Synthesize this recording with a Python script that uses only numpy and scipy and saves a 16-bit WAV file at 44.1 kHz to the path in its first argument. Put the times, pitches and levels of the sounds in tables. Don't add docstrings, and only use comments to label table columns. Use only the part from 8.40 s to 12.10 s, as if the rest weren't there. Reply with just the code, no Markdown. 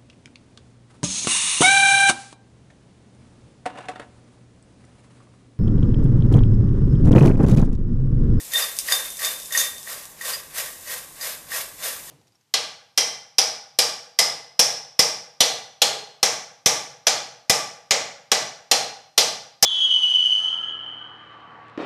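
import sys
import numpy as np
from scipy import signal
from scipy.fft import rfft, irfft
from scipy.io import wavfile

SR = 44100
rng = np.random.default_rng(int(sys.argv[2]) if len(sys.argv) > 2 else 0)


def ratio(d):
    e = np.asarray(d, float) / 20
    return 10 ** e


def bounce(signal):
    frames = np.transpose(np.atleast_2d(signal))
    limited = np.clip(frames, -1, 1)
    pcm = np.round(limited * 32767).astype(np.int16)
    wavfile.write(sys.argv[1], SR, pcm)


N = 163170
T = np.arange(N) / SR

# (start [s], rise [s], rustle level [dB], fall [dB/s], glass rattle level [dB])
TOSSES = [(0.099, 0.078, -25, 126, -34), (0.448, 0.068, -24, 123.5, -29.5), (0.778, 0.058, -27, 125, -31),
          (1.101, 0.064, -25.5, 130, -48), (1.448, 0.041, -33.5, 114, -40),
          (1.79, 0.077, -28.5, 112.5, -50), (2.118, 0.064, -28.5, 137, -38), (2.43, 0.09, -31.5, 146, -36),
          (2.768, 0.091, -29, 156, -34), (3.08, 0.07, -26, 160, -35), (3.381, 0.076, -27.5, 140, -35),
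          (3.66, 0.1, -33, 120, -30)]
# (time [s], level [dB])
TRICKLE = [
    (0.0, -32.5),
    (0.17, -40.5),
    (0.35, -33),
    (1.17, -37.5),
    (1.47, -38.5),
    (1.63, -41.5),
    (1.96, -55),
    (2.31, -40),
    (3.16, -47),
    (3.7, -39),
]
# (frequency [Hz], density [dB/Hz])
RUSTLE_SPECTRUM = [(710, -18), (1200, -10.5), (1710, -7), (1850, -6.5), (2920, -9), (3590, -8), (4150, -8),
                   (14200, -6)]
# (frequency [Hz], density [dB/Hz])
SETTLE_SPECTRUM = [(1290, -35), (2200, -13), (2610, -13), (3510, -9), (4570, -9.5), (7690, -2),
                   (14100, -4.5)]
# (frequency [Hz], density [dB/Hz])
HEAP_SPECTRUM = [(180, -49), (300, -4.5), (560, -5.5), (793, -9), (1140, -1), (1480, -9.5), (1700, -1),
                 (2210, -27), (3740, -120)]
# (frequency [Hz], width [Hz], level [dB])
BOWL_CAVITY = [(470, 35, -7), (560, 70, -3), (1120, 80, -9)]
# (time [s], crack peak [dB], low pair [dB], middle modes [dB], upper pair [dB])
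TAPS = [(0.1174, -17, -46, -40, -41), (0.1356, -9, -23.5, -20.5, -21), (0.1576, -20, -49, -20, -41),
        (0.2214, -15.5, -31.5, -32.5, -26), (0.4861, -24, -27, -40, -28), (0.5222, -6, -30, -17.5, -16.5),
        (0.7916, -16, -38, -43, -32), (0.8194, -16, -29, -34, -30), (0.847, -9.5, -50, -25, -22.5),
        (1.1074, -31, -36, -46, -54), (1.1238, -10.5, -32.5, -25, -37), (1.1498, -17, -23, -42, -30),
        (1.1752, -4, -60, -26.5, -24), (1.1994, -9, -29, -24, -27), (1.4745, -27, -41, -48, -45),
        (1.8108, -18.5, -34, -46, -39), (1.8494, -20, -34, -39, -36), (1.9334, -20, -40.5, -45, -22.5),
        (2.1605, -22, -36, -55.5, -42), (2.2694, -44, -38, -59, -53), (2.4914, -27, -37, -49, -51),
        (2.8115, -15.5, -36.5, -43, -28.5), (3.1188, -32, -32, -54, -48), (3.4331, -38, -55, -38, -52)]
# (frequency [Hz], level [dB], t60 [s])
LOW_MODES = [(1868, -13, .5), (1895, -9, .45), (1880, -3, .14), (1905, -4, .1), (1835, -9, .1),
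             (1765, -16, .12), (1125, -19, .3)]
# (frequency [Hz], level [dB], t60 [s])
MIDDLE_MODES = [(3602, -7, .55), (3636, -10, .5), (3615, -2, .16), (3556, -10, .15)]
# (frequency [Hz], level [dB], t60 [s])
UPPER_MODES = [(4868, -17, .3), (4880, 0, .06), (4500, -5, .035), (4330, -8, .025)]
# (frequency [Hz], level [dB], t60 [s])
HIGH_MODES = [(6090, 2, .08), (6270, -1, .06), (6615, 2, .09), (6950, 0, .06), (7930, 1, .05),
              (9275, -3, .08), (9800, 0, .05), (10300, -1, .04), (12720, -3, .05)]
# (time [s], peak level [dB])
TICKS = [(0.3661, -18), (0.387, -5), (0.3954, -16), (0.4644, -19), (0.6644, -22), (0.7018, -19),
         (0.7692, -19), (0.9991, -21), (1.0194, -25), (1.0314, -22), (1.057, -20), (1.3808, -20),
         (1.4287, -22), (1.6531, -23)]
# (frequency [Hz], level [dB], t60 [s])
TICK_MODES = [(6100, -13, .003), (9400, -11, .004)]
# (frequency [Hz], density [dB/Hz])
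HUM_SPECTRUM = [(12, -45), (20, -3), (549, -6), (967, -8), (1100, -4), (1300, -14.5), (1850, -8.5),
                (2190, -14.5), (3000, -19), (3900, -17), (6600, -120)]
# (frequency [Hz], width [Hz], level [dB])
HUM_TONES = [(96, 6.2, -74.5), (154, 6.9, -67.5), (213, 16, -77)]


def corn():
    level_db = np.transpose(TOSSES)[2]
    clumping = ratio(1.5 * drift(34.5))
    rustle = swell(0, level_db + 5) * clumping * colour(grains(9000, 1), RUSTLE_SPECTRUM)

    landing_lag_s, bowl_cut_hz = 0.0058, 430
    heap = colour(grains(3000, 2.6), HEAP_SPECTRUM)
    for hz, width_hz, db in BOWL_CAVITY:
        heap = heap + ratio(db) * peak(grains(3000, 2.7), hz, width_hz)
    heap = heap * swell(landing_lag_s, 0.77 * (level_db + 28) - 37, 0.9)
    heap = high(high(heap, bowl_cut_hz), bowl_cut_hz)

    trickle_db = np.interp(T, *np.transpose(TRICKLE)) - 3 + 0.81 * drift(17)
    trickle = ratio(trickle_db) * colour(grains(7000, 2.3), SETTLE_SPECTRUM)
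    return rustle + heap + trickle


def glass():
    times, crack_db, low_db, middle_db, upper_db = np.transpose(TAPS)
    toss_db = np.transpose(TOSSES)[4]
    rattle_lead_s, earlier_ring_db = 0.024, -43.5
    soft = swell(-rattle_lead_s, (toss_db + 32) - 54.5, 1.69)
    hard = swell(-rattle_lead_s, 1.7 * (toss_db + 32) - 54.5, 1.69)
    # (modes, tap levels [dB], rattle level [dB], rattle gain over time)
    families = [(LOW_MODES, low_db + 3, -0.5, soft),
                (MIDDLE_MODES, middle_db - 1, -9.5, hard),
                (UPPER_MODES, upper_db - 1.5, -5, hard),
                (HIGH_MODES, 1.74 * crack_db + 6 - 21, -9, hard)]
    ringing = 0
    for modes, tap_db, rattle_db, rattle in families:
        for hz, mode_db, t60 in modes:
            uneven_db = rng.normal(0, 0.5, len(times))
            signs = rng.choice([-1, 1], len(times))
            strikes = at_times(times, ratio(tap_db + uneven_db) * signs)
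            strikes[0] = ratio(earlier_ring_db + rattle_db)
            strikes = strikes + ratio(rattle_db) * rattle * grains(500, 2.5)
            damping = ratio(3.5 * drift(45))
            ringing = ringing + ratio(mode_db) * damping * ring(strikes, hz, t60)
    shimmer = fade(at_times(times, ratio(2 * crack_db - 23)), 0.061)
    ringing = ringing + shimmer * peak(rng.standard_normal(N), 6750, 1000)

    crack_s, crack_rise_s = 0.036, 0.0015
    burst = fade(at_times(times, ratio(1.15 * crack_db - 14)), crack_s)
    burst = fade(burst, crack_rise_s) / (crack_rise_s * SR)
    crack = burst * high(rng.standard_normal(N), 4900) * ratio(2.0 * drift(120))
    return high(ringing, 780) + crack


def stray_ticks():
    times, db = np.transpose(TICKS)
    lag_s, scuff_s = 0.0012, 0.0018
    clicks = at_times(times + lag_s, ratio(db + 5.5))
    rung = sum(ratio(mode_db) * ring(clicks, hz, t60) for hz, mode_db, t60 in TICK_MODES)
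    scuff = ratio(-15) * fade(clicks, scuff_s) * rng.standard_normal(N)
    return high(high(clicks + rung + scuff, 4200), 2500)


def kitchen(x):
    t = np.arange(SR) / SR
    t60_s, build_up_s = 0.22, 0.0013
    white = rng.standard_normal(SR)
    dull = signal.lfilter([.5], [1, -.5], white)
    tail = dull * ratio(-60 * t / t60_s) + 1.8 * white * ratio(-110 * t)**(1 / t60_s)
    tail = tail * np.clip(t / build_up_s, 0, 1)
    return signal.fftconvolve(x, tail / np.sqrt(np.sum(tail ** 2)))[:N]


def room_hum():
    hum = ratio(-53) * colour(rng.standard_normal(N), HUM_SPECTRUM)
    for hz, width_hz, db in HUM_TONES:
        hum = hum + ratio(db) * peak(rng.standard_normal(N), hz, width_hz)
    return hum


def swell(shift_s, levels_db, follows=0.97):
    climb_db, round_s = 24, 0.019
    power = 0
    for (start, rise, _, fall, _), db in zip(TOSSES, levels_db):
        d = T - shift_s - start - rise
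        bend = np.sqrt(d ** 2 + round_s ** 2)
        loss_db = (climb_db / rise * (bend - d) + fall * (bend + d)) / 2
        power = power + ratio(2 * (db - follows * loss_db))
    return np.sqrt(power)


def grains(per_s, spread_db):
    sizes = ratio(spread_db * np.minimum(rng.exponential(1, N), 5)) * rng.choice([-1, 1], N)
    return rms_one(sizes * (rng.random(N) < per_s / SR))


def at_times(times, gains):
    out = np.zeros(N)
    out[(np.asarray(times) * SR).astype(int)] = gains
    return out


def ring(clicks, hz, t60):
    r, w = ratio(-60 / (t60 * SR)), 2 * np.pi * hz / SR
    return signal.lfilter([0, np.sin(w)], [1, -2 * r * np.cos(w), r * r], clicks + 1e-18)


def fade(clicks, tau_s):
    return signal.lfilter([1], [1, -np.exp(-1 / (tau_s * SR))], clicks)


def drift(rate_hz):
    r = np.exp(-2 * np.pi * rate_hz / SR)
    return rms_one(signal.lfilter([1], [1, -2 * r, r * r], rng.standard_normal(N + SR))[SR:])


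def colour(x, points):
    hz, db = np.transpose(points)
    f = np.log(np.maximum(np.fft.rfftfreq(N, 1 / SR), 1))
    outside = np.maximum(np.log(hz[0]) - f, 0) + np.maximum(f - np.log(hz[-1]), 0)
    gain_db = np.interp(f, np.log(hz), db) - 20 * outside
    return rms_one(irfft(rfft(x) * ratio(gain_db), N))


def peak(x, hz, width_hz):
    r = np.exp(-np.pi * width_hz / SR)
    w = 2 * np.pi * hz / SR
    return rms_one(signal.lfilter([1, 0, -1], [1, -2 * r * np.cos(w), r * r], x))


def high(x, hz):
    return signal.sosfilt(signal.butter(2, hz, "high", fs=SR, output="sos"), x)


def rms_one(x):
    return x / np.sqrt(np.mean(x ** 2) + 1e-20)


def scene():
    bowl = corn() + glass()
    stray = stray_ticks()
    echo = kitchen(ratio(-6) * bowl + ratio(-4) * stray)
    return (bowl + stray + echo + room_hum())[None]


def band_limit(x):
    return signal.sosfilt(signal.butter(12, 15310, fs=SR, output="sos"), x)


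def record(dry):
    top_cut = signal.ellip(14, .3, 90, 14170, fs=SR, output="sos")
    mix = signal.sosfilt(top_cut, dry)
    return band_limit(mix)


dry = scene()
out = record(dry)
bounce(out)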